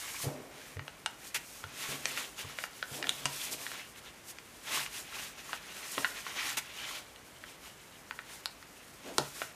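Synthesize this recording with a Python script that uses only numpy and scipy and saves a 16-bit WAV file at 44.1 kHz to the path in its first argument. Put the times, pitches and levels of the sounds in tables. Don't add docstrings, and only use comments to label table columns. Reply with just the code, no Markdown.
import sys
import numpy as np
from scipy import signal
from scipy.fft import rfft, irfft, next_fast_len
from scipy.io import wavfile

SR = 44100
rng = np.random.default_rng(int(sys.argv[2]) if len(sys.argv) > 2 else 0)


def persist_wave(psi):
    counts = np.round(np.clip(psi, -1, 1) * 32767).astype(np.int16)
    wavfile.write(sys.argv[1], SR, np.atleast_2d(counts).T)


N = 421140


def from_db(db):
    return 10 ** (np.asarray(db) / 20)


def rms_one(x):
    return x / np.sqrt(np.mean(x ** 2) + 1e-20)


def drift(rate_hz):
    step = 40
    r = np.exp(-2 * np.pi * rate_hz * step / SR)
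    white = rng.standard_normal(N // step + 2002)
    slow = signal.lfilter([1], [1, -2 * r, r * r], white)[2000:]
    return np.interp(np.arange(N) / step, np.arange(len(slow)), rms_one(slow))


def ring(x, hz, t60):
    r = from_db(-60 / (t60 * SR))
    w = 2 * np.pi * hz / SR
    return signal.lfilter([0, np.sin(w)], [1, -2 * r * np.cos(w), r * r], x + 1e-18)


def colour(x, spectrum):
    hz, level_db = np.transpose(spectrum)
    size = next_fast_len(N)
    grid = np.maximum(np.arange(size // 2 + 1) * SR / size, 1)
    gain = from_db(np.interp(np.log(grid), np.log(hz), level_db, left=-90, right=-90))
    return rms_one(irfft(rfft(x, size) * gain, size)[:N])


def grains(per_s, spread_db, clump_db):
    strength = from_db(spread_db * np.minimum(rng.exponential(1, N), 5))
    sizes = strength * rng.standard_normal(N)
    chance = per_s * from_db(clump_db * drift(40)) / SR
    return sizes * (rng.random(N) < chance)


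# frequency in Hz, relative level in dB per Hz.
QUIET_SPECTRUM = [(22, -21), (50, 4), (72, -2), (160, 0), (900, -4.5), (2200, -6.5), (9000, -32),
                  (15500, -60)]


def quiet_room():
    rms_db = -57
    return from_db(rms_db) * colour(rng.standard_normal(N), QUIET_SPECTRUM)


def room_echoes(x):
    onset_s, t60_s, wall_cut_hz = 0.0041, 0.31, 2800
    t = np.arange(SR // 2) / SR
    echoes = rng.standard_normal(len(t)) * np.minimum(t / onset_s, 1) ** 2
    fading = from_db(-60 * t / t60_s)
    dull = signal.sosfilt(signal.butter(1, wall_cut_hz, fs=SR, output="sos"), echoes)
    tail = dull * fading + (echoes - dull) * fading ** 2
    return signal.fftconvolve(x, tail / np.linalg.norm(tail))[:N]


# frequency in Hz, relative level in dB, time to die by 60 dB in seconds.
TABLE_MODES = [(141, 7, 0.29), (280.6, -0.5, 0.22), (399.6, -9.5, 0.19), (601.4, -7.5, 0.24)]


def table(force):
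    return sum(from_db(level_db) * ring(force, hz, t60) for hz, level_db, t60 in TABLE_MODES)


# start in seconds, level of the push in dB, its frequency in Hz, its length in cycles.
THUDS = [(0.234, -43, 123, 3.2), (0.262, -33.5, 119, 4.2), (0.759, -38, 98.6, 6.9), (0.806, -49, 141, 7.5),
         (1.636, -47, 96, 6.5), (1.885, -48, 150, 1.9), (2.439, -45, 101, 5.8), (2.911, -47, 120, 4.2),
         (3.251, -44.5, 149, 1.9), (9.183, -27.5, 430, 5.1)]


def thuds():
    knock_db = 3
    push, knock = np.zeros(N + SR), np.zeros(N)
    for s, level_db, hz, cycles in THUDS:
        t = np.arange(round(cycles * SR / hz)) / SR
        swell = np.sin(np.pi * (t / t[-1]) ** 0.56) ** 2
        at = round(s * SR)
        push[at:at + len(t)] += from_db(level_db) * np.sin(2 * np.pi * hz * t) * swell
        knock[round((s + 1 / hz) * SR)] = from_db(level_db + knock_db) / cycles * 130 / hz
    softened = signal.lfilter([.08], [1, -.92], knock)
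    dull_tap = 3.3 * ring(knock, 446, 0.035)
    return push[:N] + table(softened) + dull_tap


# start in seconds, load in dB, hold in seconds, time to fade by 20 dB in seconds.
PRESSES = [(0.235, -43.5, 0.057, 0.3), (1.886, -52, 0.018, 0.5), (2.911, -49, 0.1, 0.45),
           (3.46, -51.5, 0.076, 0.17), (5.975, -37, 0.0018, 0.08), (9.044, -47, 0.088, 0.13),
           (9.183, -33.5, 0.022, 0.04)]


def presses(now):
    attack_s, rest_db = 0.0024, -67.5
    load = from_db(rest_db)
    for s, level_db, hold, fade in PRESSES:
        onset = np.clip((now - s) / attack_s, 0, 1)
        easing_db = 20 * np.clip(now - s - hold, 0, None) / fade
        load = load + onset * from_db(level_db - easing_db)
    return load


def table_hum(now, paper_stroke):
    slide_drag_db = -15
    load = presses(now) + from_db(slide_drag_db) * paper_stroke
    load *= from_db(1.8 * drift(12))
    drag = rng.standard_normal(N)
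    band = signal.butter(2, [190, 720], "band", fs=SR, output="sos")
    scuff = rms_one(signal.sosfilt(band, drag))
    force = np.diff(drag, prepend=0)
    ringing = table(force * load) / table(force).std()
    return 0.32 * ringing + 0.69 * scuff * load


# fastest moment in seconds, speeding up in seconds, slowing down in seconds,
# paper rustle in dB, skin hiss in dB.
STROKES = [(0.02, 0.14, 0.32, -47.5, -46), (0.23, 0.04, 0.048, -47, -44), (0.62, 0.15, 0.15, -54, -59),
           (1.26, 0.062, 0.056, -54, -50.5), (1.585, 0.22, 0.083, -59.5, -53.5),
           (1.87, 0.15, 0.14, -42, -44), (2.091, 0.084, 0.094, -45, -45), (2.19, 0.08, 0.091, -41.5, -45),
           (2.401, 0.033, 0.048, -43.5, -45), (2.50, 0.084, 0.059, -49, -54),
           (2.62, 0.072, 0.062, -49.5, -47), (2.80, 0.19, 0.29, -58.5, -57.5),
           (2.95, 0.057, 0.072, -48, -47), (3.12, 0.18, 0.36, -50.5, -51.5), (3.40, 0.16, 0.14, -45, -44),
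           (3.529, 0.026, 0.025, -44.5, -40.5), (3.68, 0.19, 0.16, -49.5, -48.5),
           (3.78, 0.13, 0.059, -48.5, -70), (3.98, 0.032, 0.027, -53, -57),
           (4.08, 0.052, 0.033, -51.5, -59), (4.307, 0.053, 0.013, -57, -45.5),
           (4.68, 0.033, 0.051, -44.5, -53), (4.765, 0.099, 0.1, -36.5, -37),
           (4.96, 0.068, 0.077, -45.5, -45), (5.20, 0.16, 0.11, -44.5, -48),
           (5.391, 0.032, 0.043, -52, -52.5), (5.53, 0.12, 0.072, -48.5, -51.5),
           (5.80, 0.25, 0.12, -48.5, -52.5), (5.97, 0.18, 0.22, -47.5, -44),
           (6.17, 0.051, 0.082, -45.5, -52), (6.279, 0.052, 0.075, -47, -50.5),
           (6.375, 0.034, 0.058, -41, -49.5), (6.486, 0.12, 0.075, -37.5, -42.5),
           (6.942, 0.3, 0.074, -43, -50), (7.49, 0.059, 0.096, -57, -59.5), (7.66, 0.055, 0.045, -53, -56),
           (8.31, 0.064, 0.099, -53.5, -53), (9.08, 0.083, 0.062, -51.5, -58),
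           (9.23, 0.16, 0.091, -56.5, -52), (9.40, 0.094, 0.09, -49.5, -47)]


def strokes(now):
    edge_db = 13
    rise_flatness, fall_flatness = 2.5, 3.4
    rest_paper_db, rest_skin_db = -63, -61
    coarse = now[::40]
    paper_power, skin_power = from_db(rest_paper_db) ** 2, from_db(rest_skin_db) ** 2
    for s, up, down, paper_db, skin_db in STROKES:
        before = np.clip((s - coarse) / up, 0, None) ** rise_flatness
        after = np.clip((coarse - s) / down, 0, None) ** fall_flatness
        speed = 1 / (1 + (from_db(edge_db) - 1) * (before + after))
        paper_power = paper_power + (from_db(paper_db) * speed) ** 2
        skin_power = skin_power + (from_db(skin_db) * speed) ** 2
    paper_gain = np.interp(now, coarse, np.sqrt(paper_power))
    skin_gain = np.interp(now, coarse, np.sqrt(skin_power))
    return paper_gain, skin_gain


# start in seconds, level in dB, hold in seconds.
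FLICKS = [(1.343, -36.5, 0.014), (6.568, -35, 0.0086)]


def flicks(now):
    attack_s, release_s = 0.0033, 0.022
    gain = np.zeros(N)
    for at, level_db, hold in FLICKS:
        corners = np.cumsum([at, attack_s, hold, release_s])
        gain += from_db(level_db) * np.interp(now, corners, [0, 1, 1, 0])
    return gain


# frequency in Hz, relative level in dB per Hz.
SKIN_SPECTRUM = [(3000, -11), (4800, -4.5), (6400, -3), (9500, -4), (15500, -10)]


def skin_hiss():
    return colour(grains(15000, spread_db=-2.0, clump_db=0.2), SKIN_SPECTRUM)


# time in seconds, frequency in Hz.
SHEET_PITCH = [(0, 2200), (2.2, 2650), (3.35, 3360), (3.76, 2770), (5.3, 2580), (6.45, 2340), (6.9, 3200),
               (9.5, 2480)]
# multiple of its pitch, relative level in dB.
SHEET_MODES = [(0.78, -6), (1, -2.5), (1.3, -12.5), (2.5, -9.5)]


def sheet(x):
    sharpness, flutter_db, block = 7, 5.5, 1024
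    out = x.copy()
    for multiple, level_db in SHEET_MODES:
        sung, state = np.zeros(N), np.zeros(2)
        for i in range(0, N, block):
            w = 2 * np.pi * multiple * np.interp(i / SR, *np.transpose(SHEET_PITCH)) / SR
            r = np.exp(-w / 2 / sharpness)
            b, a = [(1 - r * r) / 2, 0, (r * r - 1) / 2], [1, -2 * r * np.cos(w), r * r]
            sung[i:i + block], state = signal.lfilter(b, a, x[i:i + block], zi=state)
        out += from_db(level_db + flutter_db * drift(18)) * sung
    return rms_one(out)


def crackle():
    slips = grains(1500, spread_db=3.5, clump_db=5.5)
    dealt = rng.integers(0, 10, size=N)
    total = np.zeros(N)
    for k, hz in enumerate(np.geomspace(1100, 7000, num=10)):
        rung = ring(slips * (dealt == k), hz, 22.0 / hz)
        total += np.diff(rung, prepend=0) / hz
    return rms_one(total)


# frequency in Hz, relative level in dB per Hz.
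RUSTLE_SPECTRUM = [(450, -29), (800, -6.5), (2000, -3), (3600, -4), (4800, -9), (7000, -12), (9000, -41)]


def paper_rustle():
    rubbed = colour(grains(16000, spread_db=-1.0, clump_db=1.0), RUSTLE_SPECTRUM)
    return sheet(rubbed) + 0.38 * crackle()


# start in seconds, peak of the ringing patch in dB, its pitch in Hz, flap against
# patch in dB, treble against patch in dB, dying time of the burst in seconds.
SNAPS = [(0.769, -38, 2040, -8, -20, 0.002), (0.794, -29.5, 1970, -4.5, -30, 0.0029),
         (0.88, -28.5, 2430, -6, -37, 0.0021), (1.061, -17, 3020, -6, -5.5, 0.0023),
         (1.64, -27.5, 1340, -27, -9.5, 0.004), (2.056, -15, 2500, -12, -1.5, 0.0016),
         (2.175, -21.5, 2320, -8, -30, 0.0028), (2.587, -20.5, 1580, -12.5, -16, 0.0024),
         (2.639, -23, 2080, -5, -17, 0.0024), (2.827, -21.5, 1580, -5.5, -4.5, 0.0019),
         (3.027, -20.5, 2560, -13, -21.5, 0.0024), (3.042, -24, 1800, -27, -21, 0.0028),
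         (3.07, -24.5, 2820, -10, -19, 0.0018), (3.093, -13, 3380, -17, -3, 0.0014),
         (3.256, -18.5, 2780, -5, 5, 0.0053), (3.666, -23.5, 1820, -49, -25, 0.0022),
         (3.717, -28.5, 1760, -21, -9, 0.0007), (4.386, -33, 2380, -11, -6, 0.0013),
         (4.863, -26, 2390, -16, -18, 0.0013), (5.531, -21.5, 1590, -1.5, -7.5, 0.006),
         (5.98, -19, 1190, -16, -4, 0.0079), (6.046, -13.5, 1570, -21, -27, 0.0069),
         (6.266, -25.5, 1100, -11, -16, 0.0055), (7.161, -38, 3220, -20, -6, 0.00094),
         (7.439, -30.5, 1710, -11, -26, 0.003), (8.11, -25, 2300, -3, -41, 0.0014),
         (8.19, -27.5, 1930, -8, -34.5, 0.0038), (8.458, -17, 3960, -12, -12, 0.00033),
         (8.627, -39, 1900, -4, -6, 0.002), (9.1825, -7.5, 3920, -8, -6, 0.0003),
         (9.1847, -15.5, 3580, -10, -17, 0.00034), (9.418, -17, 1270, -8.5, -31, 0.005)]


def snaps():
    patch_cycles = 6.9
    table_echo_s, table_echo_db = 0.0021, -12
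    out, size = np.zeros(N + SR), SR // 10
    t = np.arange(size) / SR
    flap_band = signal.butter(3, [650, 1600], "band", fs=SR, output="sos")
    for s, peak_db, hz, flap_db, treble_db, length in SNAPS:
        crumbs = rng.standard_normal(size) * np.exp(-t / length) * 1.2 / np.sqrt(length * SR)
        burst = crumbs + (t == 0)
        patch = np.diff(ring(burst, hz, patch_cycles / hz), prepend=0)
        patch = signal.sosfilt(signal.butter(4, 2.56 * hz, fs=SR, output="sos"), patch)
        treble_band = signal.butter(3, [1.48 * hz, 3.1 * hz], "band", fs=SR, output="sos")
        flap = -signal.sosfilt(flap_band, burst)
        treble = -signal.sosfilt(treble_band, burst)
        at = round(s * SR)
        for part, relative_db in [(patch, 0), (flap, flap_db), (treble, treble_db)]:
            out[at:at + size] += from_db(peak_db + relative_db) * part / np.abs(part).max()
    lag = round(table_echo_s * SR)
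    out[lag:] += from_db(table_echo_db) * out[:-lag].copy()
    return out[:N]


def scene():
    room_db = -10
    now = np.arange(N) / SR
    paper_gain, skin_gain = strokes(now)
    flick = flicks(now)
    paper_stroke = paper_gain * from_db(1.2 * drift(22)) + flick
    skin_stroke = skin_gain * from_db(1.6 * drift(12.5)) + flick
    rubbing = paper_rustle() * paper_stroke + skin_hiss() * skin_stroke
    paper = rubbing + snaps()
    echoes = from_db(room_db) * room_echoes(paper)
    mono = quiet_room() + echoes + thuds() + table_hum(now, paper_stroke) + paper
    return np.array([mono, mono])


def record(dry):
    cutoff_hz = 15330
    return signal.sosfilt(signal.cheby2(18, 60, cutoff_hz, fs=SR, output="sos"), dry)


dry = scene()
out = record(dry)
persist_wave(out)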